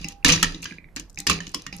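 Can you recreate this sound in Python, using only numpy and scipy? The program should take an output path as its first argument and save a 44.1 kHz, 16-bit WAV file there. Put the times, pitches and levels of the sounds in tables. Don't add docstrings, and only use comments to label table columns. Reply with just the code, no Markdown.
import sys
import numpy as np
from scipy import signal
from scipy.fft import rfft, irfft, next_fast_len
from scipy.io import wavfile
from scipy.ndimage import uniform_filter1d

SR = 44100
rng = np.random.default_rng(int(sys.argv[2]) if len(sys.argv) > 2 else 0)


def generate_wav(signal):
    frames = np.transpose(np.atleast_2d(signal))
    scaled = np.clip(frames, -1, 1) * 32767
    pcm = np.round(scaled).astype(np.int16)
    wavfile.write(sys.argv[1], SR, pcm)


def voltage_ratio(level):
    return 10 ** (np.asarray(level, float) / 20)


N = 79380


def curve(points, hz):
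    p = np.array(points, float)
    return np.interp(np.log(np.maximum(hz, 1)), np.log(p[:, 0]), p[:, 1])


def colour(x, points, power=1):
    size = next_fast_len(x.shape[-1])
    hz = np.arange(size // 2 + 1) * SR / size
    return irfft(rfft(x, size) * voltage_ratio(power * curve(points, hz)), size)[..., :x.shape[-1]]


def ring(x, hz, t60):
    turn_and_fade = np.exp((2j * np.pi * hz - np.log(1000) / t60) / SR)
    return signal.lfilter([1], [1, -turn_and_fade], x + 0j)


def spikes(times, sizes):
    places = np.clip((np.asarray(times) * SR).astype(int), 0, N - 1)
    return np.bincount(places, sizes, N)


def walk(count):
    k = int(SR / count)
    steps = np.repeat(rng.standard_normal(N // k + 1), k)
    return 1.3 * uniform_filter1d(uniform_filter1d(steps, k), k)[:N]


def ports(z, hz):
    turn = rng.choice([-1, 1]) * min(hz / 2500, 1.6)
    return np.imag(z * np.exp(.5j * turn * np.array([[1], [-1]])))


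def random_hits(times, levels_db, scatter_db):
    luck = rng.standard_normal((len(times), 2))
    sizes = voltage_ratio(levels_db + scatter_db * np.tanh(luck[:, 0]))
    return spikes(times, sizes * np.sign(luck[:, 1]))


def bursts(rows, edges_db, t60, peak_db, width, alike, under_hz):
    # (pitch [Hz], level [dB])
    crack_colour = [(240, -46.5), (400, 0), (742, -35), (1870, -11), (2430, -10), (3530, -10),
                    (4500, -10.5), (6440, -7), (13700, -29), (16000, -38.5)]
    rise_s, edge_hz, soft_edge_hz = .0007, 7000, 8400
    out, t = np.zeros((2, N + 4096)), np.arange(4096) / SR
    fade = voltage_ratio(-60 * t / t60) * np.minimum(t / rise_s, 1) ** 2
    for row, edge_db in zip(rows, edges_db):
        mid, side = rng.standard_normal((2, 4096)) * fade
        x = mid + (1 - alike) * side * np.array([[1], [-1]])
        peak = signal.lfilter(*signal.iirpeak(row[2], 1 / width, SR), x)
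        x = colour(x, crack_colour) + voltage_ratio(peak_db) * peak
        x = colour(x, [(.5 * under_hz, -25), (under_hz, 0), (edge_hz, 0), (soft_edge_hz, edge_db)])
        i = int(row[0] * SR)
        out[:, i:i + 4096] += x * voltage_ratio(row[1]) / np.abs(x.mean(axis=0)).max()
    return out[:, :N]


def hum():
    # (pitch [Hz], level [dB])
    hum_colour = [(15, -19.5), (25, 26.5), (180, 7), (1290, -11), (2280, -20), (6050, -27), (14100, -30.5),
                  (14700, -64)]
    mid, side = colour(rng.standard_normal((2, N)), hum_colour)
    x = (mid + 0.26 * side * np.array([[1], [-1]])) * voltage_ratio(2 * walk(count=8))
    return x * voltage_ratio(-51) / x.std()


def room(x):
    # (pitch [Hz], t60 [s])
    room_t60 = [(200, 1), (1000, 0.24), (3000, 0.27), (8000, 0.14), (15000, 0.12)]
    t, tail = np.arange(SR // 2) / SR, 0
    for hz in 125 * 2. ** np.arange(8):
        band = signal.butter(2, [hz / 1.41, min(hz * 1.41, 20000)], "band", fs=SR, output="sos")
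        noise = signal.sosfilt(band, rng.standard_normal((2, len(t))))
        tail = tail + noise * voltage_ratio(-60 * t / curve(room_t60, hz))
    tail = tail * np.minimum(t / 0.0021, 1)
    tail = tail / np.sqrt((tail ** 2).sum(axis=1).mean())
    return signal.fftconvolve(x.mean(axis=0)[None], tail)[:, :N]


def jolts():
    # (time [s], level [dB], wobble [Hz])
    hand_jolts = [
        (0, -38.5, 46.4),
        (0.256, -25, 32.7),
        (0.432, -28.5, 30.24),
        (.99, -38.5, 48.3),
        (1.289, -40.5, 52),
    ]
    out = 0
    for s, db, hz in hand_jolts:
        out = out + np.imag(ring(spikes([s], [voltage_ratio(db)]), hz, 0.45)) * voltage_ratio(2.5 * walk(count=15))
    return uniform_filter1d(out, size=301)


def smacks():
    # (time [s], peak level [dB], colour [Hz])
    mash = [(.0134, -35, 5600), (.0850, -20.5, 6570), (.0440, -26, 5300), (.1218, -34, 5400),
            (.6195, -37.5, 6500), (.6245, -31.5, 7870), (.6295, -26, 6600), (.6340, -42, 7240),
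            (.6425, -24, 5580), (.9780, -36, 6500), (1.0973, -40, 6300), (1.1010, -43.5, 7020),
            (1.1450, -40.5, 6300), (1.1580, -42, 6500), (1.1875, -18.5, 6470), (1.2017, -18.5, 6700),
            (1.5172, -41, 8700), (1.5395, -33, 4550), (1.6194, -34, 6060), (1.7651, -30.5, 9050),
            (.9545, -53, 7500), (.9622, -23.5, 6300), (.9967, -25, 6230), (1.1290, -51, 8000),
            (1.1750, -45, 4800), (1.4780, -32, 5050), (1.4825, -43, 7500), (1.4925, -34.5, 5900),
            (1.5025, -51, 7040), (1.5805, -48, 9000), (1.7267, -31, 4900), (1.7770, -42, 6000),
            (1.7846, -37, 5500), (1.7985, -26, 8140)]
    return bursts(mash, np.full(len(mash), -4.), t60=.009, peak_db=24.0, width=0.26, alike=0.28,
                  under_hz=3704)


def grate():
    # (time [s], peak level [dB], pitch [Hz])
    ticks = [(0.0436, -14, 2603), (0.2272, -36.5, 2560), (0.2886, -11, 1880), (.2940, -9, 2500),
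             (.3010, -18, 2670), (.3770, -16.5, 1790), (.0880, -28, 3000), (.5460, -22, 3750),
             (0.6558, -16.5, 2950), (1.3135, -14.5, 2370), (.4115, -26, 2410), (0.6279, -22.5, 2560),
             (0.7093, -24, 2250), (.7836, -25, 2280), (.8425, -31, 2170), (0.8868, -40, 2000),
             (1.1742, -18.5, 2370), (1.1954, -29, 1950), (1.3884, -26, 2280), (1.7267, -20.5, 2410)]
    t60_s, rise_s, glide = .012, .0015, .16
    out, t = np.zeros((2, N + 2048)), np.arange(2048) / SR
    bend = 2 * np.pi * np.cumsum(1 + glide * (np.minimum(t / 0.0028, 1) - .5)) / SR
    rise = np.sin(np.minimum(t / rise_s, 1) * np.pi / 2) ** 2
    for s, db, hz in ticks:
        chirp = np.exp(1j * hz * bend) + voltage_ratio(-19.5) * np.exp(1.7j * hz * bend)
        i = int(s * SR)
        out[:, i:i + 2048] += ports(chirp * voltage_ratio(db - 60 * t / t60_s) * rise, hz)
    k = np.array(ticks)
    hits = uniform_filter1d(spikes(k[:, 0] + 0.00091, voltage_ratio(k[:, 1])), size=9) * 8
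    bars = 0
    for hz, db, t60 in [(2020, -46, 0.2), (2370, -45.5, 0.096)]:
        bars = bars + voltage_ratio(db) * ports(ring(hits, hz, t60) * np.exp(.7j * walk(count=50)), hz)
    return (out[:, :N] + bars) * voltage_ratio(np.array([[1], [-1]]))


def stove(rattle):
    # (time [s], level [dB], where it booms [Hz])
    thuds = [(0.010, -31.5, 120), (0.047, -30.5, 161), (.248, -18.5, 222), (0.287, -20.5, 198),
             (0.323, -37.5, 280), (.429, -25.5, 180), (0.506, -37.5, 162), (.545, -31, 246),
             (.60, -36.5, 151), (0.656, -37.5, 200), (0.714, -35, 178), (0.786, -44, 170),
             (0.859, -48, 190), (0.965, -34, 300), (0.995, -39.5, 280), (1.177, -37.5, 150),
             (1.269, -28.5, 302), (1.299, -28.5, 200), (1.407, -36.5, 180), (1.474, -36, 174),
             (1.55, -30, 300), (1.667, -37, 180), (1.728, -34.5, 165)]
    # (pitch [Hz], level [dB], t60 [s])
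    body_notes = [(87.5, -8, 0.17), (108.6, -10, .22), (166.5, -3.5, 0.28), (191.5, -8.5, 0.21),
                  (256.5, -9, 0.18), (292.5, -4, 0.16), (330, -10, 0.22), (404.4, -16.5, 0.29),
                  (489, -14, 0.2), (726, -21.5, 0.19)]
    wobble, reach_oct, rattle_db = .95, 0.9, -30
    k, out = np.array(thuds), 0
    for hz, db, t60 in body_notes:
        near_db = -6 * (np.log2(hz / k[:, 2]) / reach_oct) ** 2
        hits = random_hits(k[:, 0], k[:, 1] + near_db, scatter_db=1.3)
        waver = np.exp(wobble * (0.098 * walk(count=30) + 1j * walk(count=30)))
        out = out + voltage_ratio(db) * ports(ring(hits + voltage_ratio(rattle_db) * rattle, hz, t60) * waver, hz)
    return uniform_filter1d(out, size=31)


def chatter():
    starts = [0, .251, .290, .432, .628, .965, 1.177, 1.275, 1.300, 1.405, 1.549, 1.730]
    # (length [s], level [dB], level change by the end [dB])
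    spells = [(.13, -50.5, -4), (0.034, -23, -1), (0.17, -20, -30), (0.2, -35.5, -28.5), (0.16, -43, -24.5),
              (0.058, -38.5, -26), (0.043, -43.5, -10), (0.045, -27.5, -8.5), (0.089, -29.5, -19.5),
              (0.45, -49.5, -45), (0.23, -50, -30), (0.06, -48.5, -13.5)]
    per_s, spread_db = 2500, 2.6
    t, gain = np.arange(N) / SR, np.zeros(N)
    for start, (length, db, fade_db) in zip(starts, spells):
        u = (t - start) / length
        gain += voltage_ratio(db + fade_db * np.clip(u, 0, 1)) * (u >= 0) * (u < 1)
    chance = rng.random((3, N))
    knock = (chance[0] < per_s / SR) * np.sign(chance[1] - .5)
    size = voltage_ratio(spread_db * np.minimum(-np.log(chance[2]), 5))
    return gain * knock * size * 4


def free_pan():
    # (time [s], level [dB])
    lifts = [
        (.0442, -47.5),
        (1.1745, -51.5),
        (1.726, -51.5),
    ]
    # (pitch [Hz], level [dB], t60 [s])
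    free_notes = [(802, -1, .8), (5100, 13, .08), (6200, 6, .06)]
    k, out = np.array(lifts), 0
    hits = spikes(k[:, 0], voltage_ratio(k[:, 1]))
    for hz, db, t60 in free_notes:
        note = ports(ring(hits, hz, t60) * np.exp(.7j * walk(count=40)), hz)
        out = out + voltage_ratio(db) * note * voltage_ratio(1.9 * walk(count=30))
    return out


def notes():
    # (time [s], level [dB], pitch [Hz], t60 [s])
    left_singing = [(.4283, -17, 1260, 0.032), (.4360, -24.5, 1865, 0.078), (.6553, -34, 1640, 0.11),
                    (.6556, -37, 4700, 0.072), (.6556, -39.5, 5940, .11), (.7225, -39, 1665, 0.065),
                    (.9680, -40.5, 1720, .14), (1.4051, -39, 1820, 0.063), (1.4051, -39, 3040, 0.11),
                    (1.6650, -38.5, 1865, 0.11), (1.2984, -22, 1122, 0.035), (1.5456, -19, 5360, 0.021),
                    (1.544, -25.5, 1062, 0.027)]
    out = 0
    for s, db, hz, t60 in left_singing:
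        note = ring(spikes([s], [voltage_ratio(db)]), hz, min(t60, .13))
        out = out + ports(note * np.exp(1.1j * walk(count=150)), hz / 3)
    return out


def pan(rattle):
    # (time [s], peak level [dB], colour [Hz], bright edge [dB])
    blows = [(0.2468, -2.5, 1754, -1), (0.2492, -11.5, 3900, 5), (0.2579, -20, 2650, -10),
             (0.282, -11, 6560, 0), (0.3289, -12.5, 6100, -12), (0.336, -14.5, 5800, -9),
             (0.4433, -14, 1870, -23), (0.2882, -10.5, 2080, -2.5), (0.2999, -8, 3000, -11),
             (0.3218, -8, 5940, -2.5), (0.3585, -18, 6000, -19), (0.4284, -6, 3060, 4.5),
             (0.4278, -8, 1375, -3), (0.4353, -12, 1800, -14.5), (0.5456, -31, 3740, -25),
             (0.6553, -23, 1490, -38.5), (0.722, -40.5, 1614, -52), (0.9620, -27, 4350, -15),
             (0.967, -26.5, 1660, -12.5), (0.9974, -27.5, 2860, 5), (1.2678, -10.5, 1930, 6),
             (1.2721, -8, 4850, -5), (1.2973, -9, 1070, -1), (1.3285, -20.5, 6400, -9),
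             (1.4039, -25.5, 1790, -13), (1.4675, -27.5, 3900, -10.5), (1.5453, -15, 4610, 3.5),
             (1.6652, -20.5, 1910, -7.5)]
    # (pitch [Hz], level [dB], t60 [s])
    pan_notes = [(953.4, -3, 0.045), (1172, -2.5, 0.04), (1803, 1.5, 0.015), (2146, -14.5, 0.077),
                 (2855, -10, 0.13), (3000, -8, 0.077), (3333, -5.5, 0.058), (4170, -18, 0.041),
                 (5220, 0.5, 0.05), (6020, -2, 0.1), (6500, -11, .07)]
    # (pitch [Hz], level [dB])
    scrape_colour = [(240, -37.5), (400, 2), (900, 0.5), (2000, 3.5), (3200, 5), (4500, 5.5), (6100, 2.5),
                     (8000, -7.5), (13300, -27), (16000, -62.5)]
    ring_db, scatter_db, reach_oct = -12.5, 5, .9
    k = np.array(blows)
    out = bursts(blows, k[:, 3], t60=0.023, peak_db=-2.0, width=0.075, alike=0.25, under_hz=550)
    smear = rng.standard_normal((2, 256)) * voltage_ratio(-60 * np.arange(256) / SR / 0.014) * 0.22
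    out = out + colour(signal.fftconvolve(rattle[None], smear)[:, :N], scrape_colour)
    for hz, db, t60 in pan_notes:
        near_db = -6 * (np.log2(hz / k[:, 2]) / reach_oct) ** 2
        hits = random_hits(k[:, 0], k[:, 1] + near_db, scatter_db)
        note = ring(hits + voltage_ratio(-22.0) * rattle, hz, min(t60, .12))
        out = out + voltage_ratio(ring_db + db) * ports(note * np.exp(1j * walk(count=80)), hz)
    return out


def scene():
    rattle = chatter()
    near = pan(rattle) + grate() + smacks() + free_pan() + notes()
    return near + voltage_ratio(-10) * room(near) + stove(rattle) + jolts() + hum()


def roll_off(x):
    return signal.sosfilt(signal.butter(12, 16460, fs=SR, output="sos"), x)


def record(dry):
    # (pitch [Hz], left minus right [dB])
    left_minus_right = [(60, -3.5), (110, 1.5), (200, -3), (380, 0), (700, -1.5), (1290, -4), (2380, -7.5),
                        (4400, 4), (8120, 1), (15000, -12)]
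    left = colour(dry[0], left_minus_right, power=0.55)
    right = colour(dry[1], left_minus_right, power=-0.74)
    mix = colour(np.array([left, right]), [(13900, 0), (14700, -10), (16400, -30)])
    return roll_off(mix)


dry = scene()
out = record(dry)
generate_wav(out)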